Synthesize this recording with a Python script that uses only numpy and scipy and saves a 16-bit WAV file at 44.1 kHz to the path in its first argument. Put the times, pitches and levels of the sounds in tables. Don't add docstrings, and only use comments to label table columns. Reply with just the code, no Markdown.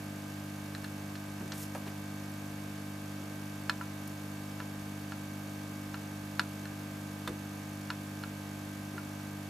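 import sys
import numpy as np
from scipy import signal
from scipy.fft import rfft, irfft, next_fast_len
from scipy.io import wavfile

SR = 44100
rng = np.random.default_rng(int(sys.argv[2]) if len(sys.argv) > 2 else 0)


def linear_from_db(decibels):
    return 10 ** (np.asarray(decibels, float) / 20)


def master(y):
    cut = np.clip(np.atleast_2d(y).T, -1, 1)
    pcm = np.round(cut * 32767)
    wavfile.write(sys.argv[1], SR, pcm.astype(np.int16))


N = 418509

# time in seconds, frequency in Hz.
MAINS = [(0, 50.0492), (1.9, 50.0516), (3.7, 50.0523), (5.6, 50.0515), (7.5, 50.0491), (9.5, 50.0448)]


def evened(x):
    return x / np.sqrt(np.mean(x ** 2) + 1e-30)


def read(points, hz):
    f, value = np.transpose(points)
    return np.interp(np.log(hz + 1), np.log(f + 1), value)


def add(mix, s, sound):
    part = mix[round(s * SR):][:len(sound)]
    part += sound[:len(part)]


def coloured(x, points):
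    length = x.shape[-1]
    size = next_fast_len(length)
    gain = linear_from_db(read(points, np.fft.rfftfreq(size, 1 / SR)))
    return irfft(rfft(x, size) * gain, size)[..., :length]


def band(x, lo_hz, hi_hz):
    edges = np.clip([lo_hz, hi_hz], 10, SR / 2.1)
    return signal.sosfilt(signal.butter(2, edges, "band", fs=SR, output="sos"), x)


def floor():
    # frequency in Hz, level in dB per Hz.
    air_curve = [(20, -85), (35, -87.5), (75, -81.5), (125, -82), (225, -74.5), (375, -83.5), (700, -85.5),
                 (1600, -88.5), (2100, -91.5), (3200, -93.5), (7000, -99.5), (9000, -99.5), (11800, -97.5),
                 (14700, -102)]
    # frequency in Hz, level in dB per Hz.
    hiss_curve = [(60, -136), (125, -124), (225, -84.5), (425, -82.5), (900, -83.5), (1600, -87.5),
                  (2200, -90), (3500, -95), (7000, -102), (10800, -104), (11800, -113)]
    white = rng.standard_normal((2, N)) * np.sqrt(SR / 2)
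    air = linear_from_db(-1.0) * coloured(white[0], air_curve)
    hiss = linear_from_db(-0.5) * coloured(white[1], hiss_curve)
    return air * linear_from_db([[-.8], [.8]]) + hiss * np.array([[1], [-1]])


def mains_turns():
    return np.cumsum(np.interp(np.arange(N) / SR, *np.transpose(MAINS))) / SR


def hum():
    # multiple of mains, left level in dB, right level in dB.
    strong = [(2, -48.5, -48.5), (3, -51, -49.5), (4, -46.5, -48), (5, -58, -55), (6, -48, -47.5),
              (7, -72, -96), (8, -88.5, -84), (9, -66, -64.5), (10, -82, -70), (11, -63.5, -63.5),
              (12, -77, -61), (13, -59.5, -67), (14, -71, -61.5), (15, -73, -63.5), (16, -72, -65),
              (17, -67.5, -64.5), (18, -76, -66), (20, -77, -64.5), (21, -69.5, -66), (22, -87, -67.5),
              (23, -84, -73), (24, -68, -64.5), (25, -73, -62.5), (26, -89, -79), (31, -66, -58.5),
              (32, -68.5, -64), (33, -68.5, -66), (34, -78, -78), (35, -72, -68.5), (45, -66.5, -62.5)]
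    # frequency in Hz, level in dB.
    faint = [(50, -77.5), (900, -79), (1500, -81), (2000, -80), (2600, -82.5), (3200, -81), (4500, -95),
             (7000, -84), (8500, -87.5)]
    # multiple of mains, level in dB.
    whine = [(40, -76), (44, -84), (48, -74.5), (50, -79), (51, -73), (53, -73), (54, -71), (63, -85),
             (69, -76), (74, -74.5), (76, -78.5), (88, -77.5), (89, -74.5), (91, -74.5), (97, -90),
             (37, -74), (104, -78), (112, -80), (133, -81), (138, -78)]
    order = np.arange(171)
    db = read(faint, order * MAINS[0][1]) + 3.0 * rng.standard_normal((2, 171)).clip(-3, 1.5)
    for k, left_db, right_db in strong:
        db[:, round(k)] = left_db, right_db
    for k, whine_db in whine:
        db[:, round(k)] = whine_db

    core_kick, coil_kick = .394, .413
    kick = np.where(order % 2, coil_kick, core_kick)
    spread = np.pi * order ** 2 / 8.6
    scatter = spread + rng.standard_normal(171) + rng.standard_normal((2, 171)) / 4
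    phase = np.where(order <= 6, -2 * np.pi * kick * order, scatter)
    lines = np.where(order > 0, linear_from_db(db) * np.exp(1j * phase), 0)
    lines[1, 1] = lines[0, 1]
    cycle = irfft(lines, 8192) * 8192 / np.sqrt(2)
    turn = mains_turns() % 1
    return np.array([np.interp(turn, np.arange(8192) / 8192, c, period=1) for c in cycle])


def rattle(level_db=-61, jitter_s=6e-5, uneven=.5, swing_db=7, busiest=0.066, case_db=9):
    # frequency in Hz, level in dB.
    plate_curve = [(1500, -61), (2600, -18), (4500, 5), (6500, 5.5), (9000, -0.5), (11800, -1), (14500, -6)]
    # frequency in Hz, width in Hz, level in dB.
    case_modes = [(5160, 32, -10), (5920, 170, -3.5), (6500, 100, -4), (6920, 38, -3.5), (7660, 32, 1),
                  (8420, 48, -6), (9370, 64, 0), (10300, 58, -6), (9890, 150, 0.5), (11700, 38, -3),
                  (11900, 160, 1)]
    place = rng.random(90)
    swing = linear_from_db(swing_db * np.cos(2 * np.pi * (place - busiest)))
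    size = swing * rng.choice([-1, 1], 90) * rng.uniform(0.29, 1, 90)
    turns = np.arange(round(N / SR * MAINS[0][1]) + 1)[:, None] + place
    at = np.interp(turns, mains_turns(), np.arange(N)) + jitter_s * SR * rng.standard_normal(turns.shape)
    at = np.clip(at.round(), 0, N - 1).astype(int)
    taps = np.zeros(N)
    np.add.at(taps, at, size * (1 + uneven * rng.standard_normal(turns.shape)))
    taps[-1] = 0

    t = np.arange(3000) / SR
    case = np.zeros(3000)
    for hz, width_hz, db in case_modes:
        decay = np.exp(-np.pi * width_hz * t)
        case += linear_from_db(db + case_db) * 2 * np.pi * width_hz / SR * decay * np.cos(2 * np.pi * hz * t)
    rung = taps + signal.oaconvolve(taps, case)[:N]
    return linear_from_db(level_db) * evened(coloured(rung, plate_curve)) * linear_from_db([[-.4], [.4]])


def sleeve():
    # start in seconds, length in seconds, start level in dB, end level in dB.
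    strokes = [
        (1.535, .1, -55, -46.5),
        (1.749, .03, -54, -60),
        (1.863, .03, -58, -60),
    ]
    lift_db_per_s, fibres_per_s = 420, 1500
    out, t = np.zeros(N), np.arange(12000) / SR
    for s, length, start_db, end_db in strokes:
        fine, coarse = rng.standard_normal((2, 12000))
        caught = rng.random(12000) < fibres_per_s / SR
        catches = linear_from_db(rng.exponential(1, 12000).clip(0, 4)) * caught
        fine = evened(fine) + 0.77 * evened(fine * catches)
        press_db = np.interp(t, [0, length], [start_db, end_db])
        press_db -= lift_db_per_s * np.maximum(t - length, 0)
        cloth = evened(band(fine, 5000, 14000)) + linear_from_db(-10) * evened(band(coarse, 1100, 4200))
        add(out, s, linear_from_db(press_db) * cloth)
    return out


def puff(hz, width_hz, decay_s, rise_s):
    t = np.arange(9000) / SR
    noise = evened(band(rng.standard_normal(9000), hz - width_hz / 2, hz + width_hz / 2))
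    return noise * (1 - np.exp(-t / rise_s)) * linear_from_db(-60 * t / decay_s)


def forearm():
    # start in seconds, level in dB, pitch in Hz.
    bumps = [(1.153, -50, 3500), (1.375, -55, 920), (1.408, -38.5, 220), (1.405, -52, 1200),
             (1.519, -42, 4470), (1.521, -46.5, 600), (1.748, -40, 736), (1.748, -44.5, 1400),
             (1.762, -45, 260), (1.862, -43, 280), (1.866, -51, 800), (1.875, -49, 2400), (3.197, -47, 420),
             (3.225, -45.5, 230), (6.399, -46, 250), (7.28, -40.5, 325), (7.28, -56, 50), (8.94, -48, 330),
             (1.432, -43, 210), (1.528, -47, 2000), (7.286, -42, 330)]
    out = np.zeros(N)
    for s, db, hz in bumps:
        decay_s = .08 * (hz / 1000) ** -0.38
        add(out, s, linear_from_db(db + 6.0) * puff(hz, .75 * hz, decay_s, 0.034 * decay_s))
    return out


def flux():
    # start in seconds, peak level in dB, pitch in Hz.
    spits = [(1.4775, -46, 5660), (1.7479, -44, 6140), (4.0756, -42, 11900), (7.2914, -46, 6220),
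             (7.8107, -46, 6510)]
    out = np.zeros(N)
    for s, db, hz in spits:
        add(out, s, linear_from_db(db - 1.5) * puff(hz, 8400, 0.03, .0004))
    return out


def ticks(events, body, crack_db, crack_s, snap_db=4.5, snap_s=.014):
    # frequency in Hz, level in dB.
    crack_curve = [(700, -32), (1000, -6), (1600, 5.5), (2200, -8), (3200, -5.5), (4300, -7.5), (5300, -14),
                   (6200, -17.5), (12000, -20.5), (15000, -30)]
    lift_per_hard = np.array([-.3, 0, 0.31, 1])
    out, t = np.zeros(N), np.arange(4000) / SR
    chance = rng.standard_normal((len(events), 2 * len(body)))
    grit = evened(coloured(rng.standard_normal((len(events), 4000)), crack_curve))
    hz, db, t60, group = np.transpose(body)[:, :, None]
    rise = 1 - np.exp(-t / 0.00048)
    drain = 1 + linear_from_db(snap_db - 60 * t / snap_s)
    for (s, peak_db, hard_db), luck, noise in zip(events, chance, grit):
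        lift_db = hard_db * lift_per_hard[group.round().astype(int)]
        ring = 1 - 0.018 * max(peak_db + 27, 0)
        detune, spread_db = luck.reshape(2, -1, 1)
        decay = linear_from_db(db + lift_db + spread_db - 60 * t / (t60 * ring))
        modes = decay * np.sin(2 * np.pi * hz * (1 + 0.0071 * detune) * t)
        crack = noise * linear_from_db(crack_db + hard_db - 60 * t / crack_s)
        add(out, s, linear_from_db(peak_db - 11.6) * rise * ((modes * drain).sum(0) + crack))
    return out


def iron():
    # start
    # in seconds, peak level in dB, hardness in dB. Modes of the circuit board.
    board = [(860, -35, .05, -4), (1000, -5.5, 0.091, 0.5), (1370, -1, 0.078, 0.5), (1443, -2.5, 0.049, 2),
             (1520, -13, .025, 2), (1164, -7.5, 0.056, 2), (1647, -2.5, 0.045, 2), (1890, -26, 0.043, 2),
             (2535, -13, 0.096, 2), (2810, -6.5, 0.032, 2), (3580, -18.5, 0.06, 3), (4115, -9.5, 0.031, 3),
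             (4320, -5, 0.021, 3), (5150, -11.5, 0.028, 3), (6620, -19, 0.02, 3), (7100, -22, 0.047, 3),
             (9100, -31, 0.011, 3), (11300, -41, 0.022, 3)]
    chip = [(1000, -26, 0.028, 0), (1495, 1, 0.034, 1), (1690, 0.5, 0.033, 1), (1720, -11.5, 0.045, 1),
            (2730, -7, .02, 2), (3600, -11, .02, 2), (4180, 2, 0.011, 3), (5200, -12, 0.019, 3),
            (6640, -11, .015, 3), (8600, -10, .015, 3)]
    holder = [(620, -7, 0.062, 0), (1020, -4, 0.062, 0), (1215, -3, 0.058, 1), (1300, -14, .05, 1),
              (1500, -7, 0.036, 1), (2030, -6, .05, 2), (2520, -13, .04, 2), (3620, -4.5, 0.04, 2),
              (4230, -11, .03, 3), (5630, -19, 0.026, 3), (6300, -22, .04, 3), (7350, -15, 0.033, 3),
              (8630, -18, 0.056, 3), (10430, -22, .03, 3), (12000, -14, 0.033, 3)]
    board_ticks = [(1.5197, -34.5, 6), (1.8644, -42, 4), (3.6957, -16, 3.5), (3.8116, -27, -17),
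                   (4.6019, -28, -3.5), (5.1208, -29.5, -3), (5.9428, -28.5, -2), (6.3948, -15, 4),
                   (7.9026, -21, 0), (8.2367, -28, -2.5), (8.98, -29, -7), (9.1985, -39, 1)]
    chip_ticks = [(0.7494, -31, 3), (0.843, -32.5, 2), (0.847, -36.5, 3), (1.1545, -37, -3),
                  (6.655, -33, -2)]
    holder_ticks = [(7.2755, -21, -1)]
    pins = ticks(board_ticks, board, -2.5, 0.033) + ticks(chip_ticks, chip, -1.6, 0.032)
    knock = ticks(holder_ticks, holder, -1.5, 0.05, snap_db=9, snap_s=.007)
    return band(pins, 820, 13000) + band(knock, 350, 14000)


def tail():
    # frequency in Hz, time to fall 60 dB in seconds.
    decays = [(300, 0.19), (1000, 0.17), (3000, 0.14), (8000, 0.093)]
    hz, t, z = signal.stft(rng.standard_normal((2, SR // 2)), SR, nperseg=128)
    tails = signal.istft(z * linear_from_db(-60 * t / read(decays, hz)[:, None]), SR, nperseg=128)[1]
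    return tails / np.linalg.norm(tails[0])


def scene():
    steady = floor() + hum() + rattle()
    near = sleeve() + forearm() + flux() + iron()
    walls = np.pad(tail(), ((0, 0), (150, 0)))
    wet = signal.fftconvolve(near[None], walls, axes=1)[:, :N]
    return steady + near * linear_from_db([[-.6], [.6]]) + linear_from_db(-13.5) * wet


def low_pass(x):
    return signal.sosfilt(signal.butter(12, 14960, fs=SR, output="sos"), x)


def record(dry):
    # frequency in Hz, gain in dB.
    top_curve = [(10000, 0), (13000, 1.2), (14800, 1.2), (15000, 0), (15300, -60)]
    mid = coloured(dry.mean(0), top_curve)
    side_curve = [(30, -11), (80, -3), (150, -38), (230, -4), (400, -5.5), (11300, 1.0), (11420, -48)]  # Hz, dB
    side = coloured((dry[0] - dry[1]) / 2, side_curve)
    return low_pass(np.array([mid + side, mid - side]))


dry = scene()
out = record(dry)
master(out)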